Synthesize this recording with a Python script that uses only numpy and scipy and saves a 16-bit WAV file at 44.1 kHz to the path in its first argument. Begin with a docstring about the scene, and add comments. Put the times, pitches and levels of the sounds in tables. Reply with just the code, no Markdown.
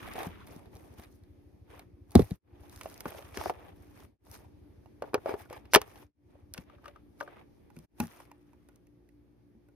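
"""Five shots in a pine wood, joined by dips to near silence; a far machine hums and a slow engine throbs behind.
First a log round is rolled, lifted and thrown on the needle bed: modal rings, clacks, thuds and noise rustle.
Then, close by, hands swap the battery of a plastic power saw, which taps, rings and rubs in its seat.
They twist the saw's cap, with brighter rings, while the throb falls away to a weaker one.
Last they lift an oil jug, whose hollow belly adds low modes to the taps."""
import sys
import numpy as np
from scipy import signal
from scipy.fft import rfft, irfft
from scipy.io import wavfile

SR = 44100
rng = np.random.default_rng(int(sys.argv[2]) if len(sys.argv) > 2 else 0)


def magnitude_from_level(level_db):
    """Linear magnitude for a level in decibels (20 dB per decade)."""
    exponent = np.asarray(level_db, float) / 20
    return 10 ** exponent


def materialize(psi):
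    """Save the field psi as 16-bit PCM at rate SR to the path in sys.argv[1].

    A 1-D psi becomes a single channel; in a 2-D psi each row is a channel.
    """
    bounded = np.clip(np.atleast_2d(psi).T, -1, 1)
    quanta = np.round(bounded * 32767).astype(np.int16)
    wavfile.write(sys.argv[1], SR, quanta)


N = 429956

# Dips between shots. Each row: fall begins, bottom reached, rise begins, full again, all in seconds.
SHOT_FADES = [(2.325, 2.395, 2.41, 2.55), (4.05, 4.178, 4.183, 4.31), (6.02, 6.125, 6.135, 6.3),
              (7.85, 7.864, 7.875, 7.995)]
# Colour of needles, bark and sleeves. Each row: frequency in Hz, relative spectral density in dB.
RUSTLE_COLOUR = [(210, -32), (350, -5.5), (557, -9), (830, -7), (914, -8), (1280, -16.5), (2310, -17.5),
                 (3180, -23.5), (3920, -26.5), (4820, -18.5), (7550, -20.5), (12600, -21.5), (16000, -33)]
# Movements through needles, bark and sleeves. 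Each row: start in seconds, length in seconds, level in dB,
# weight (lows over that level) in dB, dryness (highs over that level) in dB.
MOVES = [(0, 0.15, -50.5, -6.5, -10.5), (0.167, 0.091, -46.5, 4, -8), (0.307, 0.12, -57.5, -22, -16),
         (0.477, 0.11, -62.5, 5, -2.5), (0.614, 0.063, -70.5, 10.5, -9), (0.738, .2, -67.5, 7.5, -2),
         (0.985, 0.01, -63, -2, -1), (1.03, 0.0096, -59, 0, -4.5), (1.12, 0.041, -91.5, 4, 19.5),
         (1.715, 0.082, -59, 1.5, -9.5), (2.115, 0.036, -70.5, 5.5, 0.5), (2.176, 0.036, -50.5, 6.5, 0.5),
         (2.239, 0.12, -66.5, 1, 1.5), (2.45, 0.26, -73, 6.5, -15), (2.608, 0.074, -68.5, 3, -2.5),
         (2.721, 0.2, -63, -2.5, 1.5), (2.837, 0.17, -62, 2.5, -1.5), (3.052, .13, -56, 2.5, -3),
         (3.21, 0.16, -60, 1.5, -4.5), (3.366, 0.12, -50.5, 2, -3.5), (3.541, 0.16, -61.5, 6, -11.5),
         (3.76, 0.18, -71.5, 4, -1.5), (3.965, 0.073, -63.5, -1, -2), (4.258, 0.041, -67, 5, 3.5),
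         (4.331, 0.027, -58.5, 2.5, 4), (4.392, 0.055, -70, 9.5, -4), (5.048, 0.039, -65.5, 12.5, -8.5),
         (5.2, .05, -66, -3, -6), (5.279, 0.045, -53, 15, -8.5), (5.394, 0.025, -58, 2, -2),
         (5.514, 0.054, -59.5, 4.5, -6), (5.62, 0.25, -71.5, 6, -20.5), (5.785, .04, -56, -0.5, -14.5),
         (5.86, 0.17, -62, 1, -3.5), (6.301, .1, -77.5, 7, -10), (6.568, 0.033, -61, 2, -4),
         (6.681, 0.059, -66.5, 1, -20), (6.848, 0.04, -61.5, 2.5, -12), (6.957, 0.016, -69, 1.5, -28),
         (7.19, 0.045, -70, 3, 1), (7.253, .06, -65, 4, -15), (7.314, .09, -63, 3, -16.5),
         (7.766, .08, -75, 4.5, 1.5), (8.01, 0.022, -51.5, 0.5, -1), (8.081, 0.15, -61.5, -2, -2.5),
         (8.26, 0.093, -75, 4.5, -11.5), (8.379, 0.39, -79.5, -5, -5.5)]
RISE_DB_PER_S, FALL_DB_PER_S = 503, 348.5   # how a movement swells and settles
# Loose bits shaken by a tap, as lows, mids and highs. Each entry: level over the blow in dB.
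SHAKE_DB = [-14, -24, -30]
# The same three ranges dying away. Each entry: 60 dB decay time in seconds.
SHAKE_T60_S = [0.094, 0.042, 0.021]
# Likeness of left and right in noise; below 0 counts as 0. Each row: frequency in Hz, likeness up to 1.
STEREO_LIKENESS = [(60, 0.58), (180, -0.31), (550, -0.59), (1650, 0.49), (4970, -0.73), (15000, 0.94)]
# Colour of the air among the trees. Each row: frequency in Hz, relative spectral density in dB.
WOOD_COLOUR = [(15, -36), (25, -7), (64, -3), (217, -6), (293, -4.5), (476, -13), (545, -18.5),
               (714, -19.5), (1230, -31.5), (2220, -30.5), (3080, -38), (6560, -39), (7310, -42.5),
               (11900, -42.5), (16000, -60)]
# Loudness of that air. Each row: time in seconds, level in dB.
WOOD_LEVEL = [(0, -49), (1, -60), (2.3, -64.5), (2.6, -59.5), (4.1, -58), (4.4, -59.5), (6, -61),
              (6.3, -63.5), (7.8, -60), (8.3, -65), (9.75, -66)]
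HUM_HZ = 58.83
# Harmonics of the far machine. Each row: multiple of the fundamental, level in dB.
HUM_HARMONICS = [(1, -72), (2, -75.5), (3, -80.5), (4, -82), (5, -68.5), (6, -72.5), (7, -88.5), (9, -92)]
# Far engine in each shot. Each row: start in seconds, beats counted so far, beats per second.
ENGINE_BEATS = [(0, .44, 12.62), (2.4, 30.27, 12.53), (4.18, 52.33, 12.6), (6.13, 77.3, 11.95),
                (7.87, 99, 12.6)]
# Loudness of the engine. Each row: time in seconds, level in dB.
THROB_LEVEL = [(0, -49), (1, -47.5), (2.2, -47.5), (2.6, -46), (4, -49.5), (4.4, -48.5), (6, -49.5),
               (6.3, -49), (6.9, -54.5), (7.2, -63.5), (9.75, -66.5)]
# Taps on log, saw, cap and jug. Each row: start in seconds, ring level in dB,
# pitch where it rings most in Hz, clack over ring in dB, left over right in dB.
TAPS = [(.077, -40.5, 800, 1, -3), (0.156, -36, 504, -3, -3.5), (.181, -32.5, 724, -15, -4),
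        (.204, -33, 880, -5, -6), (.231, -37, 750, 6, -7), (.472, -52.5, 980, 11.5, 2.5),
        (.529, -55, 656, 2, -7), (0.657, -51, 467, -3, -11), (0.76, -47, 415, -2, -4),
        (0.997, -50.5, 636, 8.5, -1), (1.036, -52, 930, 9, 3), (1.044, -58, 937, 9.5, 1.5),
        (1.236, -72.5, 890, 16.5, -5), (1.793, -49.5, 743, 13.5, -2), (2.153, -10.5, 404, -1, -7),
        (2.194, -22, 410, -5.5, -12), (2.219, -36, 414, 3, -5), (2.308, -39, 410, 3.5, -7),
        (2.811, -38.5, 1070, 14.5, -4.5), (2.858, -30, 650, -5, -4), (3.006, -51, 480, 17, -9),
        (3.056, -24, 371, -6, 1), (3.12, -43, 750, 1, -13.5), (3.148, -39.5, 650, -1, -4),
        (3.19, -40, 610, -6, -1), (3.224, -50, 643, 10.5, -13), (3.254, -59, 440, 13, -3),
        (3.346, -53, 898, 15, 1), (3.372, -28.5, 407, 10, 2), (3.412, -29, 940, -2, 2),
        (3.459, -20, 726, -17, 1), (3.497, -18.5, 764, -4.5, 0), (3.999, -55, 840, -4, 4),
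        (4.268, -49.5, 773, 1.5, -7), (4.859, -51.5, 756, -2, -14), (5.022, -25.5, 530, -4.5, -1),
        (5.04, -36.5, 410, -21, 10), (5.134, -30, 420, -14, 2), (5.143, -13.5, 473, 1.5, 0.5),
        (5.15, -22.5, 408, -26, 1.5), (5.179, -36, 406, -15, 3), (5.259, -22, 640, -11.5, -1),
        (5.27, -34, 676, -7, -2), (5.292, -25.5, 410, -4.5, 1), (5.34, -26.5, 390, -7, 5),
        (5.457, -50.5, 1290, 1, -1), (5.499, -52.5, 1290, 15, 2), (5.508, -35, 560, -13, .5),
        (5.528, -35.5, 845, 4.5, 1), (5.564, -48, 864, 3, 5), (5.654, -63, 414, 19, -7),
        (5.735, -23.5, 536, 22, 1), (5.743, -13, 876, 8, -.5), (5.748, -12, 616, 19.5, -1),
        (5.758, -10, 1026, 14.5, -2), (5.761, -9.5, 401.3, -8, 8), (5.816, -32.5, 1058, 3, 1),
        (5.957, -47.5, 800, 8, 5), (6.027, -49.5, 840, -2.5, 5), (6.354, -53, 600, -10.5, -0.5),
        (6.544, -50.5, 630, 21, -0.5), (6.578, -43, 460, 17.5, 2), (6.698, -52, 1210, -0.5, 9),
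        (6.734, -58.5, 572, -6.5, 16.5), (6.784, -58, 415, -4, 7), (6.843, -49, 1360, 4, -1),
        (6.857, -41, 1200, 6.5, 7), (6.88, -41, 547, 7, 6), (6.96, -47.5, 1240, 0, 6),
        (7.203, -47.5, 1257, 14, -13.5), (7.209, -28.5, 928, 0.5, 8.5), (7.227, -37, 581, -2, 6),
        (7.277, -40.5, 790, -5.5, 1), (7.702, -55.5, 940, 2, -9.5), (7.765, -56.5, 420, 11, -7.5),
        (8.001, -27, 840, 11, 0), (8.201, -43, 927, -1.5, 1), (8.315, -46.5, 967, 4, -1),
        (8.532, -57.5, 956, -0.5, -5.5), (8.687, -53.5, 435, 4, -8), (8.869, -74.5, 400, 19.5, -1),
        (9.089, -71.5, 429, 15.5, -9.5), (9.686, -58, 397, -1, -3.5)]
# When the hands leave log, saw, cap and jug. Each entry: time in seconds.
HANDLED_UNTIL_S = [2.4, 6.65, 7.5, 9.75]
# Modes of the log round. Each row: frequency in Hz, level in dB, 60 dB decay time in seconds.
LOG_MODES = [(400, 0.5, 0.023), (530, -9, 0.0087), (700, -0.5, 0.036), (756, -2, 0.027), (994.5, -1, 0.011)]
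# Modes of the saw. Each row: frequency in Hz, level in dB, 60 dB decay time in seconds.
SAW_MODES = [(415, -2.5, 0.051), (506, -6, 0.067), (581, -2, 0.052), (650, 2.5, 0.034), (743, 3, 0.021),
             (878, 1, 0.035), (940, 4.5, 0.023), (1028, 1, 0.027), (1128, 0.5, 0.025), (1240, -10.5, 0.03),
             (1426, -2.5, .03), (1760, -15.5, 0.053)]
# Modes of the cap. Each row: frequency in Hz, level in dB, 60 dB decay time in seconds.
CAP_MODES = [(460, -23.5, 0.028), (581, 2.5, 0.1), (706, -8, 0.06), (957, -6, 0.051), (1040, -0.5, 0.035),
             (1215, 9, 0.04), (1290, 3, 0.054), (1507, 15, 0.014)]
# Modes of the jug. Each row: frequency in Hz, level in dB, 60 dB decay time in seconds.
JUG_MODES = [(420, -6.5, 0.02), (555, 1, 0.028), (840, -14.5, 0.1), (940, -3, 0.023), (1127, -13.5, 0.039),
             (1447, -6, 0.043)]
# Broad resonances of bark. Each row: frequency in Hz, width in Hz, level in dB.
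BARK_CLACK = [(1582.5, 310, -4.5), (2076, 500, -0.5), (3730, 460, 2.5), (4238, 970, -2.5), (5175, 460, -11)]
# Broad resonances of the saw shell, also used for the cap. Each row: frequency in Hz, width in Hz, level in dB.
SHELL_CLACK = [(1632, 1000, -0.5), (2166, 490, 11.5), (2175, 370, 11.5), (2843, 150, -2.5), (3200, 210, -9),
               (4497, 1100, -11), (5530, 1100, -12.5)]
# Broad resonances of the jug. Each row: frequency in Hz, width in Hz, level in dB.
JUG_CLACK = [(1859, 160, 1), (2440, 600, 0.5), (2800, 223, 0.5), (3814, 1120, -16)]
# Bright crack over clack for log, saw, cap and jug. Each entry: level in dB.
CRACK_DB = [-9, -16.5, -22, -7.5]
# How differently the two microphone ports hear a near blow. Each row: frequency in Hz, level in dB.
PORT_DIFFERENCE = [(100, -20.5), (250, -11), (500, -10), (1000, -10), (2200, -4), (4000, -2.5), (6500, 6),
                   (9000, -2.5), (12000, -10)]
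# Returns from ground and trunks. Each row: delay in seconds, level in dB.
ECHOES = [(.011, -18), (.023, -25.5)]
# Dry needles and grit that snap. Each row: start in seconds, level in dB, left over right in dB.
SNAPS = [(.136, -37.5, -2), (.269, -40.5, 4), (.468, -48, -2.5), (0.562, -50, -3), (.753, -46.5, -2),
         (.768, -50, -2), (0.939, -54, 0), (2.108, -47.5, -2), (2.118, -44.5, -4), (2.696, -46, -4),
         (2.761, -42.5, -7), (2.834, -39.5, -1), (2.889, -52, -5.5), (2.899, -41, -4.5), (2.942, -42.5, -3),
         (3.006, -31.5, -6), (4.314, -40, -2), (5.742, -8, -3.5), (5.816, -29, 3), (6.538, -27.5, .5),
         (7.789, -45.5, -4), (8.07, -43, 0), (8.759, -54.5, -3.5)]
# Dull blows on ground, log and jug. Each row: start in seconds, level in dB,
# pitch where it rings most in Hz, left over right in dB.
THUDS = [(.268, -29, 197, 2), (0.289, -41, 90, 3), (.563, -38, 207, 2), (0.994, -41.5, 258, 1),
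         (2.152, -19, 400, 20.5), (2.157, -1.5, 246, 6), (2.165, -9, 89, -5), (2.179, -20.5, 200, 1.5),
         (2.194, -13.5, 400, -5), (2.2, -13.5, 179, 5), (2.219, -21.5, 119, 4.5), (2.316, -21, 149.6, 3.5),
         (3.061, -29.5, 234, 1), (3.375, -36, 250, 3.5), (3.384, -39.5, 70, 13), (3.469, -42.5, 80, 8),
         (5.76, -21, 240, -0.5), (6.586, -34, 187, 6.5), (7.77, -40, 170, 0), (7.79, -45.5, 140, 5.5),
         (8.001, -21.5, 228, 2.5), (8.003, -36, 95, 6), (8.03, -29, 195, 3.5), (9.551, -50, 230, 3)]
# Low modes of ground and log. Each row: frequency in Hz, level in dB, 60 dB decay time in seconds.
GROUND_MODES = [(60, 0, .12), (83, 0, .11), (110, -2, .07), (145, -1, .06), (178, -1, .055), (235, 0, .05),
                (300, -1, .04), (400, -2, .035)]
# Low modes of the hollow jug. Each row: frequency in Hz, level in dB, 60 dB decay time in seconds.
JUG_BELLY_MODES = [(95, -10, 0.18), (169, 0, 0.11), (228, 8, 0.14), (300, 10, 0.049)]
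# The battery rubs in its seat. Each row: start in seconds, length in seconds, level in dB,
# surface as 0 for rails or 1 for shell.
STROKES = [(3.35, .155, -55.5, 0), (5.04, .05, -74, 1), (5.27, 0.061, -52, 1), (5.37, 0.082, -68, 1),
           (5.52, 0.044, -59.5, 1), (5.725, .01, -50, 0)]
# Resonances of rails, then of shell. Each row: frequency in Hz, width in Hz, level in dB.
SURFACES = [
    [(5260, 1570, 0)],
    [(1200, 25, 0.5), (1670, 33, -4), (2230, 200, -7.5), (3330, 50, -18.5), (4800, 41, -19.5),
     (5070, 74, -17.5)],
]
STROKE_EDGE_DB_PER_S = 1499.5   # a rub on plastic starts and stops sharply


def in_time(rows):
    """Read a (seconds, value) curve sample by sample."""
    return np.interp(np.arange(N) / SR, *np.transpose(rows))


def at_hz(points, hz):
    """Read a spectrum on a log frequency axis."""
    point_hz, value = np.transpose(points)
    return np.interp(np.log(hz), np.log(point_hz), value)


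def rms_one(x):
    """Scale to rms 1."""
    return x / np.sqrt(np.mean(x ** 2) + 1e-20)


def drift(rate_hz):
    """Slow random wander of rms 1: twice-smoothed noise made at every 40th sample, then joined by lines."""
    r = np.exp(-80 * np.pi * rate_hz / SR)
    noise = rng.standard_normal(N // 40 + 2002)
    slow = signal.lfilter([1], [1, -2 * r, r * r], noise)[2000:]   # skip the filter's settling
    return np.interp(np.arange(N) / 40, np.arange(len(slow)), rms_one(slow))


def bands(spectrum, source, low_hz, patchy_db, patchy_hz):
    """Half-octave stereo bands of a noisy source, each coloured and flickering: yields (Hz, band)."""
    edges = low_hz * 2 ** np.arange(0, np.log2(17000 / low_hz), .5)
    for k, (low, high) in enumerate(zip(edges, edges[1:])):
        band_pass = signal.butter(2, [low, high], "band", fs=SR, output="sos")
        mid, side = signal.sosfilt(band_pass, source[k % 2])   # neighbours draw on separate noise
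        hz = np.sqrt(low * high)
        alike = np.clip(at_hz(STEREO_LIKENESS, hz), 0, 1)
        stereo = np.sqrt(1 + alike) * mid + np.sqrt(1 - alike) * side * [[1], [-1]]
        yield hz, magnitude_from_level(at_hz(spectrum, hz) + patchy_db * drift(patchy_hz)) * stereo


def swell(start_s, length_s, rise_db_per_s, fall_db_per_s):
    """Gain of a gesture that rises, holds and settles along straight slopes in dB."""
    t = np.arange(N) / SR - start_s
    return magnitude_from_level(rise_db_per_s * np.minimum(t, 0) - fall_db_per_s * np.maximum(t - length_s, 0))


def stirring():
    """Gains of lows, mids and highs of the rustle: every movement, and what each tap shakes loose."""
    power = np.zeros((3, N))
    for s, length_s, db, weight_db, dry_db in MOVES:
        range_db = db + np.array([[weight_db], [0], [dry_db]])
        power += (swell(s, length_s, RISE_DB_PER_S, FALL_DB_PER_S) * magnitude_from_level(range_db)) ** 2
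    s, db, hz, clack_db, pan_db = np.transpose(TAPS)
    # lows follow the ring, mids and highs the clack
    for k, blow_db in enumerate((db, db + clack_db, db + clack_db)):
        blows = np.zeros(N)
        blows[(s * SR).astype(int)] = magnitude_from_level(2 * (blow_db + SHAKE_DB[k]))
        decay = magnitude_from_level(-2 * 60 / (SHAKE_T60_S[k] * SR))
        power[k] += signal.lfilter([1], [1, -decay], blows + 1e-18)
    return np.sqrt(power)


def rustle():
    """Dense snaps of uneven size over friction noise; a heavier push adds lows, dry needles add highs."""
    ticks = rng.random((2, 1, N)) < 1500 * magnitude_from_level(5 * drift(25)) / SR   # about 1500 per second, in flurries
    sizes = magnitude_from_level(3.6 * np.minimum(rng.exponential(1, (2, 1, N)), 5))   # few are large
    source = rng.standard_normal((2, 2, N)) * (1 + 2.8 * ticks * sizes)
    parts = np.zeros((3, 2, N))   # lows to 900 Hz, mids to 4300 Hz, highs
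    for hz, band in bands(RUSTLE_COLOUR, source, low_hz=321.5, patchy_db=2.5, patchy_hz=90):
        parts[int(hz > 900) + int(hz > 4300)] += band
    # now and then a needle breaks outright
    breaks = (rng.random(N) < 45 / SR) * rng.exponential(1, N)
    flare = signal.lfilter([1], [1, -np.exp(-1 / (0.00094 * SR))], breaks + 1e-18)
    parts[2] *= 1 + 0.76 * flare
    return sum(gain * rms_one(part) for part, gain in zip(parts, stirring()))


def wood():
    """Rumble and hush of the forest: coloured noise whose bands flicker gently."""
    white = rng.standard_normal((2, 2, N))
    air = sum(band for hz, band in bands(WOOD_COLOUR, white, low_hz=27.0, patchy_db=1.0, patchy_hz=6.4))
    return magnitude_from_level(in_time(WOOD_LEVEL)) * rms_one(air)


def hum():
    """Harmonics of a far machine, each wavering in level and phase in the air."""
    phase = 2 * np.pi * HUM_HZ * np.arange(N) / SR
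    out = np.zeros(N)
    for multiple, db in HUM_HARMONICS:
        swell_db, turn = 3.5 * drift(7), .6 * drift(4)
        out += np.sqrt(2) * magnitude_from_level(db + swell_db) * np.sin(multiple * phase + turn)
    return out


def engine():
    """One low puff per beat, a short sine under a bell curve, of uneven strength and phase."""
    start_s, count, rate = np.transpose(ENGINE_BEATS)
    clock = np.arange(N) / SR
    shot = np.searchsorted(start_s, clock, side="right") - 1
    beats = count[shot] + rate[shot] * (clock - start_s[shot])
    since = (beats + .5) % 1 - .5   # beats from the nearest beat
    luck = rng.standard_normal((200, 2))[np.floor(beats + .5).astype(int)]
    t = since / 12.6 + .006   # seconds, at the usual 12.6 beats per second
    puff = np.exp(-(t / 0.0085) ** 2) * np.sin(2 * np.pi * 84 * t + 0.41 + .5 * luck[:, 1])
    return magnitude_from_level(in_time(THROB_LEVEL) + 2.4 * luck[:, 0]) * puff


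def add(out, s, sound, pan_db):
    """Place a sound at a time, panned."""
    at = int(s * SR)
    sound = sound[:N - at]
    out[:, at:at + len(sound)] += sound * magnitude_from_level([[pan_db / 2], [-pan_db / 2]])


def struck(modes, best_hz, octaves, least_db, spread_db, contact_s):
    """One ring of peak 1 per blow: modes near the blow's own pitch speak loudest."""
    hz, db, t60 = np.transpose(modes)
    t = np.arange(SR // 5) / SR
    rings = np.sin(2 * np.pi * hz[:, None] * t) * magnitude_from_level(-60 * t / t60[:, None])
    away = np.log2(hz / np.asarray(best_hz)[:, None]) / octaves
    chance = rng.standard_normal((len(away), len(hz)))
    blows = magnitude_from_level(db + np.maximum(-20 * away ** 2, least_db) + spread_db * chance) @ rings
    blows = blows * (1 - np.exp(-t / contact_s))   # contact builds up over a moment
    return blows / np.abs(blows).max(axis=1, keepdims=True)


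def burst(count, low_hz, high_hz, fast_s, tail_db, tail_s):
    """Rows of band-passed noise that dies fast, then more slowly."""
    t = np.arange(SR // 10) / SR
    decay = (1 - np.exp(-t / 0.0002)) * (np.exp(-t / fast_s) + magnitude_from_level(tail_db) * np.exp(-t / tail_s))
    noise = rng.standard_normal((count, len(t))) * decay
    return signal.sosfilt(signal.butter(2, [low_hz, high_hz], "band", fs=SR, output="sos"), noise)


def resonances(x, peaks):
    """Parallel two-pole resonances of alternating sign."""
    out = 0
    for k, (hz, width_hz, db) in enumerate(peaks):
        r = np.exp(-np.pi * width_hz / SR)
        poles = [2, -4 * r * np.cos(2 * np.pi * hz / SR), 2 * r * r]
        out = out + (-1) ** k * magnitude_from_level(db) * signal.lfilter([1 - r * r, 0, r * r - 1], poles, x)
    return out


def taps():
    """Each tap rings the thing in hand, clacks in its broad resonances and carries a short bright crack."""
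    out, rows = np.zeros((2, N)), np.array(TAPS)
    thing = np.searchsorted(HANDLED_UNTIL_S, rows[:, 0])
    things = [(LOG_MODES, BARK_CLACK), (SAW_MODES, SHELL_CLACK), (CAP_MODES, SHELL_CLACK), (JUG_MODES, JUG_CLACK)]
    for k, (modes, peaks) in enumerate(things):
        own = rows[thing == k]
        rings = struck(modes, own[:, 2], octaves=.45, least_db=-14, spread_db=2.5, contact_s=.0009)
        clacks = resonances(burst(len(own), 900, 7000, fast_s=0.0026, tail_db=-21, tail_s=0.011), peaks)
        cracks = burst(len(own), 6000, 14000, fast_s=0.002, tail_db=-23.5, tail_s=0.0036)
        for (s, db, hz, clack_db, pan_db), ring, clack, crack in zip(own, rings, clacks, cracks):
            add(out, s, magnitude_from_level(db) * ring, pan_db)
            add(out, s, magnitude_from_level(db + clack_db) * (clack + magnitude_from_level(CRACK_DB[k]) * crack), pan_db)
    return out


def ports(x):
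    """A near source reaches the two microphone ports with opposite shifts of phase."""
    hz = np.maximum(np.fft.rfftfreq(N, 1 / SR), 1)
    side = irfft(1j * magnitude_from_level(at_hz(PORT_DIFFERENCE, hz)) * rfft(x.mean(axis=0)), N)
    return x + side * [[-1], [1]]


def echoes(x):
    """Two dull returns from ground and trunks; the second swaps sides and turns one upside down."""
    out = np.zeros_like(x)
    dull = signal.sosfilt(signal.butter(1, 3000, fs=SR, output="sos"), x)
    for k, (s, db) in enumerate(ECHOES):
        lag, sign = int(s * SR), (-1) ** k
        out[:, lag:] += magnitude_from_level(db) * dull[::sign, :-lag] * [[1], [sign]]
    return out


def snaps():
    """A snap of needle or grit is a bright crack with no body behind it."""
    out = np.zeros((2, N))
    cracks = burst(len(SNAPS), 3500, 15000, fast_s=.0012, tail_db=-24, tail_s=0.005)
    for (s, db, pan_db), crack in zip(SNAPS, cracks):
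        add(out, s, magnitude_from_level(db) * crack, pan_db)
    return out


def thuds():
    """Heavy soft contacts ring only the low modes: of ground and log first, of the hollow jug last."""
    out, rows = np.zeros((2, N)), np.array(THUDS)
    on_jug = rows[:, 0] > HANDLED_UNTIL_S[2]   # once the cap is let go
    for modes, own in ((GROUND_MODES, rows[~on_jug]), (JUG_BELLY_MODES, rows[on_jug])):
        rings = struck(modes, own[:, 2], octaves=.6, least_db=-26, spread_db=2, contact_s=.0012)
        for (s, db, hz, pan_db), ring in zip(own, rings):
            add(out, s, magnitude_from_level(db) * ring, pan_db)
    return out


def rasp():
    """Battery rubbing in its seat: friction noise coloured by the surface that is rubbed."""
    out = np.zeros((2, N))
    for s, length_s, db, surface in STROKES:
        friction = rng.standard_normal((2, N)) + 1.6 * rng.standard_normal(N)   # partly shared by both sides
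        tone = rms_one(resonances(friction, SURFACES[surface]))
        gesture = swell(s, length_s, STROKE_EDGE_DB_PER_S, STROKE_EDGE_DB_PER_S)
        out += magnitude_from_level(db + 2.5 * drift(60)) * gesture * tone
    return out


def scene():
    """Near blows with their echoes, rustle and rubbing, and the far background a little to the left."""
    blows = taps() + snaps() + thuds()
    far = engine() + hum()
    return ports(blows) + echoes(blows) + rustle() + rasp() + wood() + far * magnitude_from_level([[.8], [-.8]])


def roll_off(x):
    """The treble ends steeply here."""
    return signal.sosfilt(signal.butter(12, 16510, fs=SR, output="sos"), x)


def record(dry):
    """Small microphones dip near 7.5 kHz; peaks are rounded, lowest bass and top are cut; shots fade in and out."""
    t = np.arange(N) / SR
    fade = np.ones(N)
    for corners in SHOT_FADES:
        fade = fade * np.interp(t, corners, [1, 0, 0, 1]) ** 1.4
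    b, a = signal.iirnotch(7500, 3.0, fs=SR)
    x = .25 * dry + .75 * signal.lfilter(b, a, dry)
    x = 1.205 * np.tanh(x / 1.181)
    x = signal.sosfilt(signal.butter(4, 44, "high", fs=SR, output="sos"), x)
    x = signal.sosfilt(signal.butter(4, 14500, fs=SR, output="sos"), x)
    mix = np.clip(x, -.95, .95) * (fade + magnitude_from_level(-38.5))   # a faint trace stays between shots
    return roll_off(mix)


dry = scene()
out = record(dry)
materialize(out)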